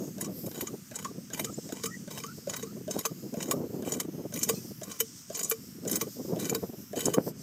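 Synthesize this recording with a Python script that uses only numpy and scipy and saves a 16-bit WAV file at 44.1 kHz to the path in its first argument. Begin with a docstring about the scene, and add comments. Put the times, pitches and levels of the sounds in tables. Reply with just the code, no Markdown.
"""Wind buffets the microphone in an open field, over a thin high hiss.
A cast-iron hand pump is worked at about two strokes a second. In each stroke the valve gulps, the dry
pivot scrapes and loose pins clack; the piston then stops with a clack and the air in the barrel rings
with a gliding note. A few faint squeaks are heard. Towards the end the strokes slow a little and
eddies thump the microphone harder."""
import sys
import numpy as np
from scipy import signal
from scipy.fft import rfft, irfft, next_fast_len
from scipy.io import wavfile
from scipy.ndimage import uniform_filter1d, map_coordinates

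SR = 44100
rng = np.random.default_rng(int(sys.argv[2]) if len(sys.argv) > 2 else 0)


def bounce(signal):
    """Save signal as a 16-bit WAV file at the path given by the first command-line argument."""
    frames = np.transpose(np.atleast_2d(signal))
    limited = np.clip(frames, -1, 1)
    pcm = np.round(limited * 32767).astype(np.int16)
    wavfile.write(sys.argv[1], SR, pcm)


N = 327222
TOP_HZ = 15750


def amp(db):
    """Decibels to gain."""
    return 10 ** (np.asarray(db) / 20)


def unit(x):
    """Scale to rms 1."""
    return x / np.sqrt(np.mean(x ** 2) + 1e-20)


def along(points, hz):
    """Interpolate (freq_hz, value) points on a log axis."""
    freqs_hz, values = np.transpose(points)
    return np.interp(np.log(hz + 1), np.log(freqs_hz + 1), values)


def curves(rows):
    """Per-sample curve for each column after time_s."""
    time_s, *columns = np.transpose(rows)
    return [np.interp(np.arange(N) / SR, time_s, column) for column in columns]


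def wobble(rate_hz, size):
    """Smooth random curve, rate_hz knots a second."""
    knots = rng.standard_normal(int(size * rate_hz / SR) + 4)
    return map_coordinates(knots, [np.arange(size) * rate_hz / SR])


def filtered(x, response):
    """Apply a complex frequency response."""
    size = next_fast_len(len(x) + 4096)
    return irfft(rfft(x, size) * response(np.fft.rfftfreq(size, 1 / SR)), size)[:len(x)]


def noise(spectrum, size):
    """Coloured noise, rms 1."""
    return unit(filtered(rng.standard_normal(size), lambda hz: amp(along(spectrum, hz))))


def add(track, start_s, sound):
    """Mix a sound into the track."""
    part = track[max(round(start_s * SR), 0):][:len(sound)]
    part += sound[:len(part)]


def ring(t, attack_s, t60_s):
    """Soft rise, exponential fall, peak 1."""
    shape = (1 - np.exp(-t / attack_s)) * amp(-60 * t / t60_s)
    return shape / shape.max()


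def rasp(t, hz, rise_oct_per_s, rough):
    """Gliding tone, shaken in strength and phase by turbulence."""
    phase = 2 * np.pi * np.cumsum(hz * 2 ** (rise_oct_per_s * t)) / SR
    shake = wobble(195, len(t)) + 1j * wobble(196.3, len(t))
    return np.imag((1 + rough * shake) * np.exp(1j * phase)) / np.sqrt(1 + 2 * rough ** 2)


def resonate(force, modes):
    """Drive (pitch_hz, width_hz, gain_db) modes of alternating sign."""
    hz, width_hz, db = np.transpose(modes).astype(np.float32)[:, :, None]
    gain = amp(db) * (-1) ** np.arange(len(hz))[:, None]

    def response(f):
        f = np.maximum(f, 1).astype(np.float32)
        detune = (hz * hz / f - f) / width_hz
        in_phase = 1 / (1 + detune * detune)
        return (gain.T @ in_phase + 1j * (gain.T @ (in_phase * detune)))[0]
    return filtered(force, response)


def excite(force, modes, damping, scatter_db):
    """Drive modes at random strengths, widths times damping; rms 1."""
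    varied = [(hz, width * damping, db + scatter_db * rng.standard_normal()) for hz, width, db in modes]
    return unit(resonate(force, varied))


def patchy(x, depth_db):
    """Slow random patches of gain over pitch and time; rms 1."""
    spectra = signal.stft(x, nperseg=512)[2]
    patches = uniform_filter1d(rng.standard_normal(spectra.shape), size=8, axis=0)
    patches = uniform_filter1d(patches, size=50, axis=1)
    return unit(signal.istft(spectra * amp(depth_db * unit(patches)), nperseg=512)[1][:N])


# Spectra of field hush, hiss and high fizz: freq_hz, density_db
FIELD_SPECTRUM = [(300, 2), (800, -1.5), (1250, 5.5), (2400, 2), (3100, 3), (4500, -10.5), (12000, -23)]
HISS_SPECTRUM = [(2500, -16), (4200, -4.5), (5200, 5.5), (6200, 5.5), (7300, 2), (8500, 1), (9800, -10),
                 (14000, -66)]
FIZZ_SPECTRUM = [(5590, -37), (9500, -11), (11000, -5.5), (13300, 3.5), (13900, 1.5), (15300, -3.5),
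                 (16000, -18)]
# Hiss levels: time_s, hiss_db, fizz_db
HISS_LEVELS = [(0, -51.5, -56), (.28, -59, -61), (.38, -53, -46.5), (.7, -55.5, -58.5), (1.26, -57.5, -62),
               (1.56, -51.5, -60.5), (3.6, -57, -57), (4.25, -61, -61), (4.55, -45.5, -50),
               (4.78, -58, -56), (5.1, -50, -58.5), (5.8, -55.5, -59.5), (6.15, -52, -52.5),
               (7.2, -60, -59), (7.29, -48.5, -46), (7.33, -66, -71), (7.42, -50.5, -58)]


def hiss():
    """Steady field hush under two bands of patchy high hiss that swell and drop out."""
    hiss_db, fizz_db = curves(HISS_LEVELS)
    high_hiss = amp(hiss_db) * patchy(noise(HISS_SPECTRUM, N), depth_db=2.1)
    high_hiss += amp(fizz_db) * patchy(noise(FIZZ_SPECTRUM, N), depth_db=2.1)
    hush = amp(-64) * noise(FIELD_SPECTRUM, N)
    return hush + amp(1.25 * wobble(16, N)) * high_hiss


# Buffet spectrum: freq_hz, density_db
BUFFET_SPECTRUM = [(30, -50), (50, -47), (80, -11), (130, 0.5), (200, 4), (330, -3.5), (480, -11.5),
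                   (800, -28.5), (1300, -41), (2500, -64), (5000, -88)]
# Gusts: time_s, level_db
GUSTS = [(0.0, -37.5), (0.76, -42.5), (0.88, -52), (1.16, -42), (1.26, -48), (1.44, -40.5), (2.44, -48),
         (2.88, -40.5), (3.04, -45.5), (3.62, -33.5), (3.7, -38), (4.54, -41), (5.26, -56.5), (5.32, -52),
         (5.72, -48.5), (5.92, -34.5), (6.14, -46), (6.34, -31), (6.44, -37.5), (6.88, -50), (7.02, -39),
         (7.42, -46)]


def wind():
    """Lumpy turbulence at the microphone port; stronger gusts reach higher in pitch."""
    gust_db, = curves(GUSTS)
    lumps_db = 3 * wobble(70, N) + 1.6 * wobble(16, N)
    rumble = noise(BUFFET_SPECTRUM, N)
    low = filtered(rumble, lambda hz: 1 / (1 + (hz / 330) ** 4))
    reach = amp(2.15 * np.clip(gust_db + lumps_db + 41.5, -20, 6))
    puffs = amp(lumps_db) * (low + reach * (rumble - low))
    local_rms = np.sqrt(np.abs(uniform_filter1d(puffs ** 2, size=7000)) + 1e-9)
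    return amp(gust_db + 0.6) * puffs / local_rms


# Eddies hitting the port: time_s, level_db
EDDIES = [(1.156, -35.5), (2.963, -19.5), (3.491, -26), (3.874, -20), (4.537, -27), (6.333, -20.5),
          (6.526, -16.5), (6.635, -20.5), (6.735, -29.5), (6.979, -21), (7.067, -19), (7.081, -13),
          (7.181, -10), (7.276, -18)]


def eddy_slaps():
    """An eddy builds to one suction pulse, which the port rounds into a thump."""
    lead_s, t60_s = .011, .11
    spectrum = [(30, -57), (75, -7), (160, 2.5), (450, 6.5), (1000, -13.5), (2500, -34), (5000, -90)]
    out, t = np.zeros(N), np.arange(SR // 10) / SR - 2 * lead_s
    swell = np.where(t < 0, np.exp(-(t / lead_s) ** 2), amp(-60 * t / t60_s))
    for time_s, db in EDDIES:
        width_s = 0.00035 * np.exp(0.08 * rng.standard_normal())
        suction = -np.exp(-np.abs(t - .0025) / width_s)
        port = signal.butter(3, [150, 1100 * amp(.5 * (db + 18))], "band", fs=SR, output="sos")
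        thump = signal.sosfilt(port, suction)
        eddy = amp(-10.5) * noise(spectrum, len(t)) * swell
        add(out, time_s + t[0], amp(db - 2.5) * (thump / np.abs(thump).max() + eddy))
    return out


# Short gliding tones: start_s, length_s, pitch_hz, rise_oct_per_s, level_db
GLIDES = [(1.459, 0.058, 1196, 2.5, -42.5), (1.536, 0.014, 7030, 1.3, -37), (1.851, 0.067, 1170, 3, -41.5),
          (1.899, 0.072, 1860, 1, -42.5), (2.262, 0.072, 1290, 2.92, -46.5), (2.656, .07, 1194, 2.5, -53),
          (4.536, 0.047, 4330, -1.5, -47), (4.546, 0.063, 2570, -0.5, -55)]


def gliding_tones():
    """The barrel's air note rising after a stroke, and a few faint higher squeaks."""
    out = np.zeros(N)
    for start_s, length_s, hz, rise, db in GLIDES:
        t = np.arange(int(length_s * SR)) / SR
        add(out, start_s, amp(db) * rasp(t, hz, rise, rough=0.9) * np.sin(np.pi * t / length_s))
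    return out


# Hollow body modes: pitch_hz, width_hz, gain_db
HOLLOW_MODES = [(445, 69, 33.5), (740, 340, 14.5), (848, 91, -11), (1103, 190, 0), (1500, 880, -7.5),
                (2055, 300, -5), (2372, 250, -6), (3075, 300, -3.5), (3850, 160, -5.5)]


def hollow(force, damping, scatter_db):
    """The hollow body rings in its upper modes."""
    return excite(force, HOLLOW_MODES[2:], damping, scatter_db)


# Casting and lever modes: pitch_hz, width_hz, gain_db
IRON_MODES = [(1500, 54, -15), (1990, 62, -14), (2350, 77, -13), (3030, 52, -9), (3830, 120, -12),
              (4720, 61, -16), (5240, 75, -12), (5890, 46, -13), (6320, 63, -4), (6870, 81, 0),
              (7970, 84, -8), (8530, 67, -10), (9120, 40, -11), (9530, 71, -11), (9820, 51, -11),
              (10800, 58, -8), (11600, 77, -19), (12200, 70, -8), (12800, 67, -6), (13700, 110, -13),
              (14300, 60, -11), (14900, 61, -6)]


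def iron(force, damping, scatter_db):
    """The casting rings, its modes weighted anew by each contact."""
    return excite(force, IRON_MODES, damping, scatter_db)


# Bare contact noise: freq_hz, density_db
CONTACT_SPECTRUM = [(80, -27), (300, 26.5), (800, -3.5), (1500, -12.5), (4000, -1.5), (7000, 10.5),
                    (10000, -2.5), (14000, -4.5), (16000, -26)]


def linkage(force, width_hz, count):
    """Short-lived resonances of the loose joints, shifting with every contact."""
    pitches_hz = np.sort(rng.uniform(588, TOP_HZ, count))
    modes = [(hz, width_hz, along(CONTACT_SPECTRUM, hz)) for hz in pitches_hz]
    return excite(force, modes, damping=1, scatter_db=0.5)


# Lever strokes: start_s, stop_s, rub_db, gulp_db, clack_db, clack_body, low_mode_db, upper_mode_db
STROKES = [(0.182, 0.243, -47, -37, -28.5, -15, -58, -42), (0.513, 0.668, -50.5, -69, -25, -7, -62, -45.5),
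           (0.912, 1.045, -51.5, -43, -25.5, -2, -48, -29.5),
           (1.301, 1.443, -48, -41, -21, -12.5, -37.5, -50),
           (1.69, 1.834, -53.5, -37.5, -23.5, -8, -32, -44),
           (2.076, 2.235, -47.5, -40.5, -27, 6, -42.5, -41), (2.472, 2.625, -52, -27, -29.5, -7, -34, -44),
           (2.878, 3.051, -49, -29, -17, -0.5, -33.5, -32.5),
           (3.34, 3.51, -50.5, -29.5, -13.5, 1, -40, -30),
           (3.823, 3.999, -47, -35.5, -18.5, -7, -40.5, -44),
           (4.323, 4.489, -45.5, -37, -14.5, -5.5, -24, -35.5),
           (4.814, 5.001, -56, -32.5, -13, -3.5, -29.5, -48), (5.3, 5.511, -46, -33, -16.5, 1.5, -27, -44),
           (5.851, 6.009, -42, -31.5, -18.5, -6, -34, -35),
           (6.36, 6.546, -46, -29.5, -18.5, -4, -29.5, -41), (6.93, 7.136, -43, -26.5, -19.5, -8, -26, -31)]


def valve():
    """Water passes the valve as each stroke starts: a raspy rising gulp and a scratchy knock."""
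    out, t = np.zeros(N), np.arange(SR // 6) / SR
    for start_s, _, _, gulp_db, *_ in STROKES:
        tuning = 1 + 0.0274 * rng.standard_normal()
        envelope = ring(t, 0.0093, 0.053) + 0.14 * ring(t, 0.0031, 0.2)
        note = rasp(t, 586.3 * tuning, 4.9, rough=1.0) * envelope
        undertone = amp(-4.5) * rasp(t, 400 * tuning, 2.3, rough=0.2) * ring(t, 0.0037, 0.045)
        overtone = amp(-51.5) * rasp(t, 1620 * tuning, -0.88, rough=1.9) * ring(t, 0.0078, 0.047)
        scratch = hollow(rng.standard_normal(len(t)), damping=2.2, scatter_db=4)
        knock = amp(-53.5) * scratch * ring(t, 0.0013, 0.09)
        spit = amp(-40) * noise(CONTACT_SPECTRUM, len(t)) * ring(t, 0.0019, 0.0099)
        add(out, start_s, amp(gulp_db - 4) * (note + undertone) + overtone + knock + spit)
    return out


LOW_MODE_HZ, UPPER_MODE_HZ = 454, 1107  # air in the barrel


def air_sweep():
    """The piston shortens the air column: a breathy note climbs, less so as the pump primes."""
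    primed_s = 3.7
    out = np.zeros(N)
    for start_s, stop_s, *_ in STROKES:
        length_s = stop_s - start_s
        t = np.arange(int(length_s * SR)) / SR
        rise_oct_per_s = 6.1 * max(1 - start_s / primed_s, 0)
        note = rasp(t, UPPER_MODE_HZ * 2 ** (-rise_oct_per_s * length_s), rise_oct_per_s, rough=2.2)
        add(out, start_s, amp(-54.5) * note * np.sin(np.pi * t / length_s))
    return out


def barrel():
    """The piston stops with a hollow knock; the air rings on, its modes drifting as the water moves."""
    delay_s = .005
    knock_modes = [(hz, width * 2.5, db) for hz, width, db in HOLLOW_MODES[1:]]
    out, t = np.zeros(N), np.arange(SR // 4) / SR
    for _, stop_s, *_, low_db, upper_db in STROKES:
        upper_hz = UPPER_MODE_HZ * (1 + 0.026 * rng.standard_normal())
        low = amp(low_db - 1) * rasp(t, LOW_MODE_HZ, -0.59, rough=0.13)
        low *= ring(t, 0.0041, 0.059) + 0.33 * ring(t, 0.019, 0.13)
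        upper = amp(upper_db - 1.5) * rasp(t, upper_hz, 2.72, rough=0.66)
        upper *= ring(t, 0.0018, 0.097) + 0.14 * ring(t, 0.011, 0.069)
        knock = resonate(ring(t, 0.003, 0.046) * rng.standard_normal(len(t)), knock_modes)
        knock *= amp(max(upper_db - 6, low_db - 19)) / np.abs(knock).max()
        add(out, stop_s + delay_s, low + upper + knock)
    return out


def ticks(t, count=10, rate_hz=20, t60_s=.014):
    """Force envelope of small slips, uneven in time and strength."""
    times_s = np.cumsum(rng.uniform(0, 2, count)) / rate_hz
    age_s = t - times_s[:, None]
    decays = amp(-60 * np.abs(age_s) / t60_s) * (age_s > 0)
    return amp(16 + 3 * rng.standard_normal(count)) @ decays


def rubbing(pressure, t):
    """One dry contact sticks, slips and ticks; returns the iron's ring and the hollow body's."""
    grain = (amp(3.9 * wobble(81.3, len(t))) + ticks(t)) * amp(4.6 * wobble(700, len(t)))
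    slips = pressure * grain * rng.standard_normal(len(t))
    joints = linkage(slips, width_hz=210, count=24)
    metal = iron(slips, damping=.6, scatter_db=5) + amp(-3) * joints
    body = unit(resonate(slips, HOLLOW_MODES)) + amp(-6) * hollow(slips, damping=.35, scatter_db=4)
    return np.array([metal, body])


def pivot_scrape():
    """Two dry contacts rub, easing as the lever slows, then softly on the swing back."""
    delay_s, overrun_s = .024, .004
    attack_s, release_s, return_t60_s, ease_db = .0098, .035, .18, 7
    out = np.zeros(N)
    for start_s, stop_s, db, *_ in STROKES:
        length_s = stop_s + overrun_s - start_s - delay_s
        t = np.arange(int((length_s + return_t60_s / 2) * SR)) / SR
        push = np.clip(np.minimum(t / attack_s, (length_s - t) / release_s), 0, 1)
        push *= amp(-ease_db * t / length_s)
        swing_back = amp(-11) * ring(np.maximum(t - length_s, 0), 0.0088, return_t60_s)
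        metal, body = sum(rubbing(push + swing_back, t) for _ in range(2))
        scrape = amp(db + 1) * unit(metal) + amp(-50.5 + .5 * (db + 48)) * unit(body)
        add(out, start_s + delay_s, scrape * np.sqrt(length_s / t[-1]))
    return out


def clack(contact, body, top):
    """Contact chatter rings joints, casting and hollow body; body lifts the mids, top the treble."""
    chatter = contact * amp(2.6 * wobble(597, len(contact))) * rng.standard_normal(len(contact))
    grip = np.clip(2.5 + (body + 18) / 22, .25, 1)  # a glancing blow lets the lever ring on
    joints = amp(-0.5) * grip * linkage(chatter, width_hz=195, count=50)
    casting = iron(chatter, damping=0.75 * grip, scatter_db=4)
    cavity = amp(-8.5) * hollow(chatter, damping=0.61, scatter_db=2.5)
    body_db, top_db = 0.61 * (body + 5), 0.78 * (top + 14.5)
    colour = [(1000, body_db + 0.71), (2800, body_db - 1.5), (6500, 0), (12500, top_db)]
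    blow = filtered(joints + casting + cavity, lambda hz: amp(along(colour, hz)))
    peak_rms = np.sqrt(uniform_filter1d(blow ** 2, size=128).max())
    return blow / peak_rms


# Loose pins striking the iron: time_s, level_db, body, top
PIN_STRIKES = [(0.2089, -21.5, -8, -8), (0.4615, -32, -14, -10), (0.6083, -22, 6, 0.5),
               (0.9555, -25, -28, -23), (0.9875, -30.5, 8, -6), (1.3335, -23, -9, -20),
               (1.393, -19.5, 3.5, -9), (1.722, -28, 6, -9), (1.8562, -22.5, -6.5, -16),
               (2.1744, -28.5, 19, -7), (2.495, -22, -9, -25), (2.5356, -26, 6, -23), (2.5618, -26, 1, -7),
               (2.9084, -22, -20, -24), (2.989, -21.5, -10.5, -17), (3.4036, -28.5, 6, -25),
               (3.4267, -22, -10, -21), (3.9195, -19, -15, -17), (3.9352, -24, -20, -23),
               (4.337, -25.5, -17, -18), (4.3896, -24.5, -27, -10), (4.43, -14, -27, -17),
               (4.832, -29, -16, -16), (4.9126, -27.5, -9, -28), (5.348, -24.5, -32, -34),
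               (5.391, -22.5, -13, -16), (5.43, -19.5, -44, -16), (5.445, -18.5, -63, -36),
               (5.4967, -15, -31, 5), (5.876, -22.5, -31, -20), (5.913, -17.5, -30, -8),
               (5.9288, -22.5, -18, -32), (5.9555, -15.5, -14, -9), (6.397, -28.5, -17, -16),
               (6.4516, -25, -12, -20), (6.4947, -17, -11, -16), (7.004, -23, -11, -19),
               (7.0543, -13, -34, -23)]


def clacks():
    """Pins slide briefly and strike the iron; every stroke also ends on a clack."""
    lead_s = .014
    out, t = np.zeros(N), np.arange(SR // 7) / SR - lead_s
    slide = amp(-16.5) * amp(1000 * np.minimum(t, 0)) * (t < 0)
    pin = slide + ring(np.maximum(t, 0), attack_s=.00035, t60_s=.04)
    stop = slide + ring(np.maximum(t, 0), attack_s=.001, t60_s=.046)
    for _, stop_s, _, _, db, body, *_ in STROKES:
        top = -3 + 1.4 * (db + 10)  # softer stops are duller
        add(out, stop_s - lead_s, amp(db - 8) * clack(stop, body, top))
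    for time_s, db, body, top in PIN_STRIKES:
        add(out, time_s - lead_s, amp(db - 8) * clack(pin, body, top))
    return out


def scene():
    """The pump in open air, wind at the microphone; mono."""
    pump = clacks() + pivot_scrape() + air_sweep() + barrel() + valve() + gliding_tones()
    return (pump + wind() + eddy_slaps() + hiss())[None]


def record(dry):
    """Steep low-pass at TOP_HZ."""
    return np.array([filtered(channel, lambda hz: 1 / (1 + (hz / TOP_HZ) ** 120)) for channel in dry])


dry = scene()
out = record(dry)
bounce(out)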